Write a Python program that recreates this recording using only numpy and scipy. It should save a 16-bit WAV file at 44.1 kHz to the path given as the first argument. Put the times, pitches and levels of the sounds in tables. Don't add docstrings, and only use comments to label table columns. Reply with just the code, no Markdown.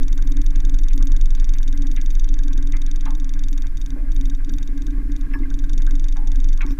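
import sys
import numpy as np
from scipy import signal
from scipy.fft import rfft, irfft
from scipy.io import wavfile
from scipy.ndimage import uniform_filter1d

SR = 44100
rng = np.random.default_rng(int(sys.argv[2]) if len(sys.argv) > 2 else 0)


def master_out(mix):
    frames = np.transpose(np.atleast_2d(mix))
    ceiling = np.clip(frames, -1, 1)
    pcm = np.round(ceiling * 32767).astype(np.int16)
    wavfile.write(sys.argv[1], SR, pcm)


def field_ratio(decibels):
    return 10 ** (np.asarray(decibels, dtype=float) / 20)


N = 299439

TURN_S = 0.0455
HUM_REST_DB = -45


def time_s():
    return np.arange(N) / SR


def rms_one(x):
    return x / np.sqrt(np.mean(x ** 2) + 1e-20)


def drift(rate_hz):
    r = np.exp(-80 * np.pi * rate_hz / SR)
    slow = signal.lfilter([1], [1, -2 * r, r * r], rng.standard_normal(N // 40 + 2002))[2000:]
    return np.interp(np.arange(N) / 40, np.arange(len(slow)), rms_one(slow))


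def clicks(at_s, sizes):
    train = np.zeros(N)
    index = np.round(np.asarray(at_s) * SR).astype(int)
    np.add.at(train, np.clip(index, 0, N - 1), sizes)
    return train


def ring(train, hz, t60_s):
    r, w = field_ratio(-60 / (t60_s * SR)), 2 * np.pi * hz / SR
    return signal.lfilter([0, np.sin(w)], [1, -2 * r * np.cos(w), r * r], train + 1e-18)


def resonant_noise(peaks, drive):
    out = 0
    for k, (hz, width_hz, db) in enumerate(peaks):
        r = np.exp(-np.pi * width_hz / SR)
        zeros = [(1 - r * r) / 2, 0, (r * r - 1) / 2]
        poles = [1, -2 * r * np.cos(2 * np.pi * hz / SR), r * r]
        out = out + (-1) ** k * field_ratio(db) * signal.lfilter(zeros, poles, drive)
    return rms_one(out)


def rattle_hits():
    # first_hit_s, turn_ms, hit_count, peak_db
    runs = [(.0328, 48.0, 8, -29.5), (.4174, 45.3, 2, -28.5), (.507, 45.5, 1, -35), (.5578, 46.1, 6, -29.5),
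            (.8342, 45.5, 1, -33.5), (.8856, 46.6, 18, -29.5), (1.7283, 46.9, 6, -30.5),
            (2.015, 45.6, 6, -29.5), (2.2904, 50.0, 3, -29.5), (2.4346, 47.8, 14, -30.5),
            (3.1057, 46.6, 6, -31), (3.3919, 46.1, 7, -30.5), (3.7709, 44.9, 4, -30.5),
            (4.1185, 46.0, 4, -31), (4.2981, 52.5, 2, -32), (4.4478, 45.4, 6, -30.5),
            (4.7762, 45.2, 3, -32), (4.9066, 45.5, 1, -39), (5.1185, 46.2, 3, -33), (5.389, 45.5, 1, -40),
            (5.5022, 40.1, 2, -32), (5.5893, 45.5, 1, -32.5), (5.6418, 45.5, 1, -36),
            (5.6943, 45.5, 1, -32), (5.7335, 44.0, 9, -31), (6.1242, 45.9, 2, -32.5), (6.221, 45.5, 1, -49),
            (6.2743, 42.5, 6, -31), (6.531, 44.3, 5, -32)]
    limp_s, last_hit_db, first_hit_db = 0.0008, -2, -2
    hits = []
    for first_s, turn_ms, count, db in runs:
        hits += [(first_s + turn_ms / 1000 * k, db) for k in range(round(count))]
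    s, db = np.transpose(hits)
    steps = np.round(np.diff(s) / TURN_S)
    turn, silent = np.r_[0, np.cumsum(steps)], steps > 1
    db = db + last_hit_db * np.r_[silent, True] + first_hit_db * np.r_[False, silent]
    return s - limp_s * (-1) ** turn, turn, db


def crank_turns():
    s, turns, _ = rattle_hits()
    turns = np.r_[-(s[0] + 1) / TURN_S, turns, turns[-1] + (8 - s[-1]) / TURN_S]
    s = np.r_[-1, s, 8]
    return uniform_filter1d(np.interp(time_s(), s, turns), size=6000, mode="nearest")


def shake(turns):
    # start_s, swing_db, limp_db (every other turn, against the swing)
    swings = [(0.0, -13.5, -1), (0.05, -13, -7), (1.21, -10, -7), (1.99, -13.5, -14.5), (2.19, -11, -10),
              (3.31, -15, -14), (3.42, -13, -24), (3.82, -19, -6), (3.88, -30, 0), (3.93, -21, -13),
              (4.12, -13.5, -5.5), (4.74, -18.5, -14.5), (4.84, -22, 1.5), (5.62, -17.5, -4.5),
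              (5.82, -10, -19), (6.17, -14, -10), (6.52, -9.5, -20.5), (6.79, -21.5, 2.5)]
    at_s, swing_db, limp_db = np.transpose(swings)
    swing_db, limp_db = (np.interp(time_s(), at_s, db) for db in (swing_db, limp_db))
    third_db = -41 + 6.5 * drift(3.3)

    def swing(db):
        return uniform_filter1d(field_ratio(db), size=2600, mode="nearest")

    def wave(order, lead_turns):
        return np.sqrt(2) * np.cos(2 * np.pi * (order * turns + lead_turns))

    first = swing(swing_db) * wave(0.99, 0.085)
    half = swing(swing_db + limp_db) * wave(3 / 2, 0.19 + 0.23 * drift(0.69))
    third = field_ratio(-6) * swing(third_db) * wave(3, 0.13 * drift(1.5))
    return first + half + third


def rattle():
    # pitch_hz, level_db, t60_s
    housing_modes = [(2500, -12.5, 0.0043), (3080, -45.5, 0.0027), (3556, -27, 0.031), (3700, -7.5, 0.019),
                     (4686, -12.5, 0.0092), (4936, -23.5, 0.026), (5816, -7, 0.012), (6484, -4.5, 0.0049),
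                     (6370, -13, 0.013), (7300, -28.5, 0.01), (7990, -19.5, 0.0054), (9120, -12.5, 0.011)]
    s, _, db = rattle_hits()
    chance = rng.standard_normal((len(s), 8))
    db = db + 0.6 * rng.standard_normal(len(s))

    rebound = np.clip(0.34 + 0.2 * chance[:, 0], 0, 0.75)
    rebound_s = s + 0.0029 + 0.0005 * np.clip(chance[:, 1], -2, 2)
    after = field_ratio(db - 14) * chance[:, 6:].T
    hits = clicks(np.r_[s, rebound_s, rebound_s + 0.0013, rebound_s + 0.0031],
                  np.r_[field_ratio(db), field_ratio(db) * rebound, after.ravel()])
    contact = signal.butter(3, [2000, 7800], "band", fs=SR, output="sos")
    hits = signal.sosfilt(contact, hits + 1e-18)

    which = np.searchsorted(s - 0.01, time_s())
    octaves = np.log2(np.array(housing_modes)[:, 0] / 3700)
    dull_db = 0.45 * np.outer(np.r_[0, db - np.median(db)], octaves)
    colour = field_ratio(dull_db - 0.58 + 1.36 * rng.standard_normal(dull_db.shape))
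    out = 0
    for k, (hz, mode_db, t60_s) in enumerate(housing_modes):
        out = out + field_ratio(mode_db) * ring(hits * colour[which, k], hz, t60_s)

    back_s = s + 0.0275 + 0.0012 * chance[:, 2]
    lens_fade_db = 0.5 * s
    back = field_ratio(db - 21 - lens_fade_db + 7.6 * np.clip(chance[:, 3], -2, 1.3))
    buzz = field_ratio(db - 16.5) * np.tanh(chance[:, 5:].T)
    lens = clicks(np.r_[back_s, back_s + 0.0006, back_s + 0.0075, s + 0.0002, s + 0.0012, rebound_s],
                  np.r_[back, back * chance[:, 4], back * chance[:, 1] / 3, buzz.ravel()])
    out = out + ring(lens, 13600, 0.004)
    return out + field_ratio(-5) * ring(lens, 14700, 0.004) + field_ratio(-10) * ring(lens, 10500, 0.002)


def hum_level_db():
    # peak_s, peak_db, rise_s, fall_s
    surges = [(0.0, -22, .05, 0.093), (.4, -28.5, 0.37, 0.046), (.68, -34, 0.26, .24),
              (.98, -28.5, 0.068, 0.28), (1.47, -39.5, .17, 0.15), (1.81, -31, 0.19, 0.35),
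              (2.48, -34, 0.32, .8), (3.06, -36, 0.046, .8), (3.97, -31.5, 0.15, 0.17),
              (4.27, -32.5, .28, .15), (4.52, -27, .11, .12), (4.78, -32.5, 0.11, 1.6),
              (5.41, -30, .26, .8), (5.94, -34, .18, .17), (6.24, -34, 0.069, 0.12),
              (6.39, -30.5, 0.034, .15), (6.66, -32.5, .06, .26)]
    t, out = time_s(), np.full(N, float(HUM_REST_DB))
    for s, db, rise_s, fall_s in surges:
        away = np.where(t < s, (s - t) / rise_s, (t - s) / fall_s)
        out = np.maximum(out, db + (HUM_REST_DB - db) * away)
    return out


def hum(turns):
    # centre_hz, width_hz, level_db
    air_modes = [(276, 15.9, 2), (301, 28.8, -5), (339.7, 27.6, -17.5), (234.2, 10.7, -14.5),
                 (153.6, 11, -11.5)]
    strength = field_ratio(5.9 * rng.standard_normal(400))[(turns % 400).astype(int)]
    puff = np.exp(-3.5 * (turns % 1)) * strength
    x = resonant_noise(air_modes, rng.standard_normal(N) * (1.03 + 0.35 * puff))
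    x = signal.sosfilt(signal.butter(4, 400, fs=SR, output="sos"), x)
    return rms_one(x / uniform_filter1d(x ** 2, size=3500) ** 0.3)


def clatter():
    # centre_hz, width_hz, level_db
    cowling_modes = [(820, 81, -5), (1103.4, 22, 1.5), (1200, 32, -5), (1620, 132, -0.5), (2073, 103, -3.5),
                     (2410, 133, -8.5)]
    x = resonant_noise(cowling_modes, rng.standard_normal(N) * field_ratio(2.57 * drift(28)))
    return signal.sosfilt(signal.butter(3, 740, "high", fs=SR, output="sos"), x)


def thumps(turns):
    # start_s, peak_db
    hard_firings = [(.139, -30.5), (.563, -26.5), (.643, -26), (1.684, -29), (1.811, -27), (1.934, -29),
                    (2.298, -27.5), (2.581, -27), (3.52, -30), (3.962, -27), (4.21, -27.5), (4.496, -26),
                    (4.617, -29), (4.69, -25.5), (4.728, -26), (4.879, -26), (4.982, -23.5), (5.026, -27),
                    (5.095, -28), (5.274, -27), (5.319, -27), (5.36, -25), (5.404, -30), (5.643, -28),
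                    (5.772, -25.5), (5.912, -30), (5.948, -32), (6.217, -30), (6.65, -22), (6.707, -24.5)]
    s, db = np.transpose(hard_firings)
    fired_s = np.flatnonzero(np.diff(turns // 2) > 0) / SR
    faint = clicks(fired_s, field_ratio(-39.5 + 4 * rng.standard_normal(len(fired_s))))
    blows = signal.lfilter([0.002], [1, -1.92, 0.9216], clicks(s, field_ratio(db)) + faint)
    out = field_ratio(-2) * ring(blows, 276.7, 0.15) + field_ratio(-6.5) * ring(blows, 319, 0.066)
    return out + field_ratio(-22.5) * ring(blows, 367, 0.036)


def chatter():
    # start_s, peak_db, pitch_hz
    strikes = [(0.1852, -38, 1520), (0.5526, -42.5, 1670), (0.6366, -44, 1600), (0.7453, -39, 1510),
               (1.067, -45, 1490), (1.7308, -41, 1620), (2.0193, -43, 1620), (2.3905, -44, 1640),
               (2.487, -44, 1520), (2.583, -41, 1570), (2.7387, -36, 1730), (3.057, -43, 1630),
               (4.08, -43.5, 1620), (4.312, -43, 1580), (4.401, -41.5, 1520), (4.4988, -41.5, 1590),
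               (4.788, -44, 1570), (4.8797, -38.5, 1575), (5.0719, -45, 1550), (5.2644, -41, 1640),
               (5.3411, -46, 1760), (5.452, -38, 1580), (5.509, -35.5, 1540), (5.6356, -37, 1560),
               (5.697, -39.5, 1550), (5.8692, -34, 1560), (6.346, -39.5, 1620), (6.6086, -29, 1710),
               (6.7121, -44, 1620)]
    return sum(ring(clicks([s + 0.00186, s + 0.005586], field_ratio(db - 4)), hz, 0.036) for s, db, hz in strikes)


def motor(turns):
    hum_db = hum_level_db()
    clatter_db = -54 + 0.14 * (hum_db - HUM_REST_DB) - 0.22 * time_s()
    return field_ratio(hum_db - 2) * hum(turns) + field_ratio(clatter_db - 2) * clatter() + thumps(turns) + chatter()


def knocks():
    # start_s, peak_db, centre_hz, width_octaves, scuffle_s
    hard_knocks = [(1.969, -30, 2180, .25, .027), (1.968, -35, 2500, 0.55, .022),
                   (2.734, -24, 2100, .12, .041), (2.736, -35.5, 1350, 0.43, .05),
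                   (3, -40, 3100, .3, 0.026), (3.058, -32.5, 1950, 0.78, .04),
                   (3.06, -27.5, 950, 0.37, 0.076), (3.955, -44, 1010, 0.7, .045),
                   (3.96, -29, 575, .15, .12), (5.337, -28.5, 2280, 0.19, .008),
                   (5.339, -24.5, 1665, .046, .02), (5.338, -31.5, 1010, 0.2, .06),
                   (5.432, -29.5, 2140, 0.053, .006), (6.157, -37.5, 1600, 0.67, .042),
                   (6.166, -30, 820, 0.21, .16), (6.608, -17, 2250, 0.14, .03),
                   (6.607, -28.5, 1500, 0.19, .02), (6.61, -33, 3400, .37, 0.027),
                   (6.62, -32, 1160, 0.35, .06)]
    # start_s, peak_db, centre_hz, width_octaves
    scuffs = [(.55, -37, 2600, 0.54), (.9, -36, 2500, .37), (1.0, -37, 1300, .18),
              (1.37, -39.5, 3000, 0.93), (1.549, -37, 2110, 0.46), (2.275, -39, 3300, .3),
              (2.872, -41, 2200, 0.54), (2.87, -39, 3600, .2), (4.579, -41, 2030, .5),
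              (5.305, -42, 2100, .76), (5.869, -38, 1510, .33), (6.585, -41, 1200, .32),
              (6.7, -39.5, 2000, 0.8), (6.77, -43, 1540, .15)]
    # pitch_hz, t60_s
    panel_modes = [(575, 0.036), (815, 0.07), (885, 0.084), (1060, 0.07), (1100, 0.069), (1210, 0.048),
                   (1380, 0.06), (1550, 0.077), (1670, 0.11), (1960, 0.028), (2080, 0.06), (2240, 0.049),
                   (2370, 0.035), (2510, 0.036), (2750, 0.046), (3240, 0.059), (3700, 0.068), (4000, 0.072),
                   (4600, 0.039)]
    scuff_s, wet_damping = 0.04, 0.83
    twin_ratio, twin_db = 1.042, -5.5
    rows = [*hard_knocks, *((*row, scuff_s) for row in scuffs)]
    chance = np.tanh(2 * rng.standard_normal((len(rows), len(panel_modes), 60)))
    chance[:, :, 0] = 1.95
    late, out = np.linspace(0, 1, 60), 0
    for k, (hz, t60_s) in enumerate(panel_modes):
        train = 0
        for (s, db, centre_hz, octaves, scuffle_s), draws in zip(rows, chance[:, k]):
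            near = np.exp(-0.5 * (np.log2(hz / centre_hz) / max(octaves, 0.05)) ** 2)
            swell = 1 - np.exp(-(scuffle_s * late + 0.001) * hz / 2.5)
            dying = field_ratio(db - 19.5 - 26 * late) / np.sqrt(1 + scuffle_s / 0.0083)
            train = train + clicks(s + 1.5 * scuffle_s * late, dying * near * swell * draws)
        soft = signal.butter(1, [hz * 0.8, hz * 1.25], "band", fs=SR)
        struck = signal.lfilter(*soft, train) * 5500 / hz
        out = out + ring(struck, hz, t60_s * wet_damping)
        out = out + ring(struck * field_ratio(twin_db), hz * twin_ratio, t60_s * wet_damping)
    return out


def lure():
    # start_s, peak_db, pitch_hz, t60_s
    parts = [(5.335, -56, 5290, 0.13), (5.336, -59, 13800, 0.1), (5.336, -63, 9900, 0.046),
             (6.678, -54, 5450, .05), (6.69, -53, 5480, 0.057), (6.7, -58, 5420, .04),
             (6.69, -65, 13800, 0.076), (6.715, -54, 13600, .07), (6.714, -54, 5200, .04),
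             (6.716, -56, 5800, 0.088), (6.715, -60, 7300, 0.067)]
    out = 0
    for s, db, hz, t60_s in parts:
        train = clicks([s, s + 0.006], field_ratio(db))
        out = out + ring(train, hz, t60_s) + ring(train, hz * 1.017, t60_s)
    return out


def wash():
    band = signal.butter(2, [430, 760], "band", fs=SR, output="sos")
    level_db = -73.5 + 0.86 * time_s() + 0.2 * drift(1.5)
    return field_ratio(level_db) * rms_one(signal.sosfilt(band, rng.standard_normal(N)))


def bed():
    # frequency_hz, density_db (per Hz)
    spectrum = [(20, -7.5), (38, 4.5), (45, -15.5), (54, -19), (68, -13), (115, -17.5), (200, -31.5),
                (330, -33), (450, -51), (700, -60.5), (1400, -50.5), (2800, -58), (8000, -61.5),
                (15500, -63.5)]
    hz = np.maximum(np.fft.rfftfreq(N, 1 / SR), 1)
    table_hz, table_db = np.transpose(spectrum)
    colour = field_ratio(np.interp(np.log(hz), np.log(table_hz), table_db))
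    rumble_rms = np.sqrt(np.sum(colour[(hz > 45) & (hz < 220)] ** 2) * 2 / N)
    return field_ratio(-40.5) / rumble_rms * irfft(rfft(rng.standard_normal(N)) * colour, N)


def scene():
    turns = crank_turns()
    return (shake(turns) + rattle() + motor(turns) + knocks() + lure() + wash() + bed())[None]


def low_pass(x):
    return signal.sosfilt(signal.butter(12, 15640, fs=SR, output="sos"), x)


def record(dry):
    top_cut = signal.cheby2(8, 30, 15700, fs=SR, output="sos")
    return low_pass(signal.sosfilt(top_cut, dry) + 0.0457)


dry = scene()
out = record(dry)
master_out(out)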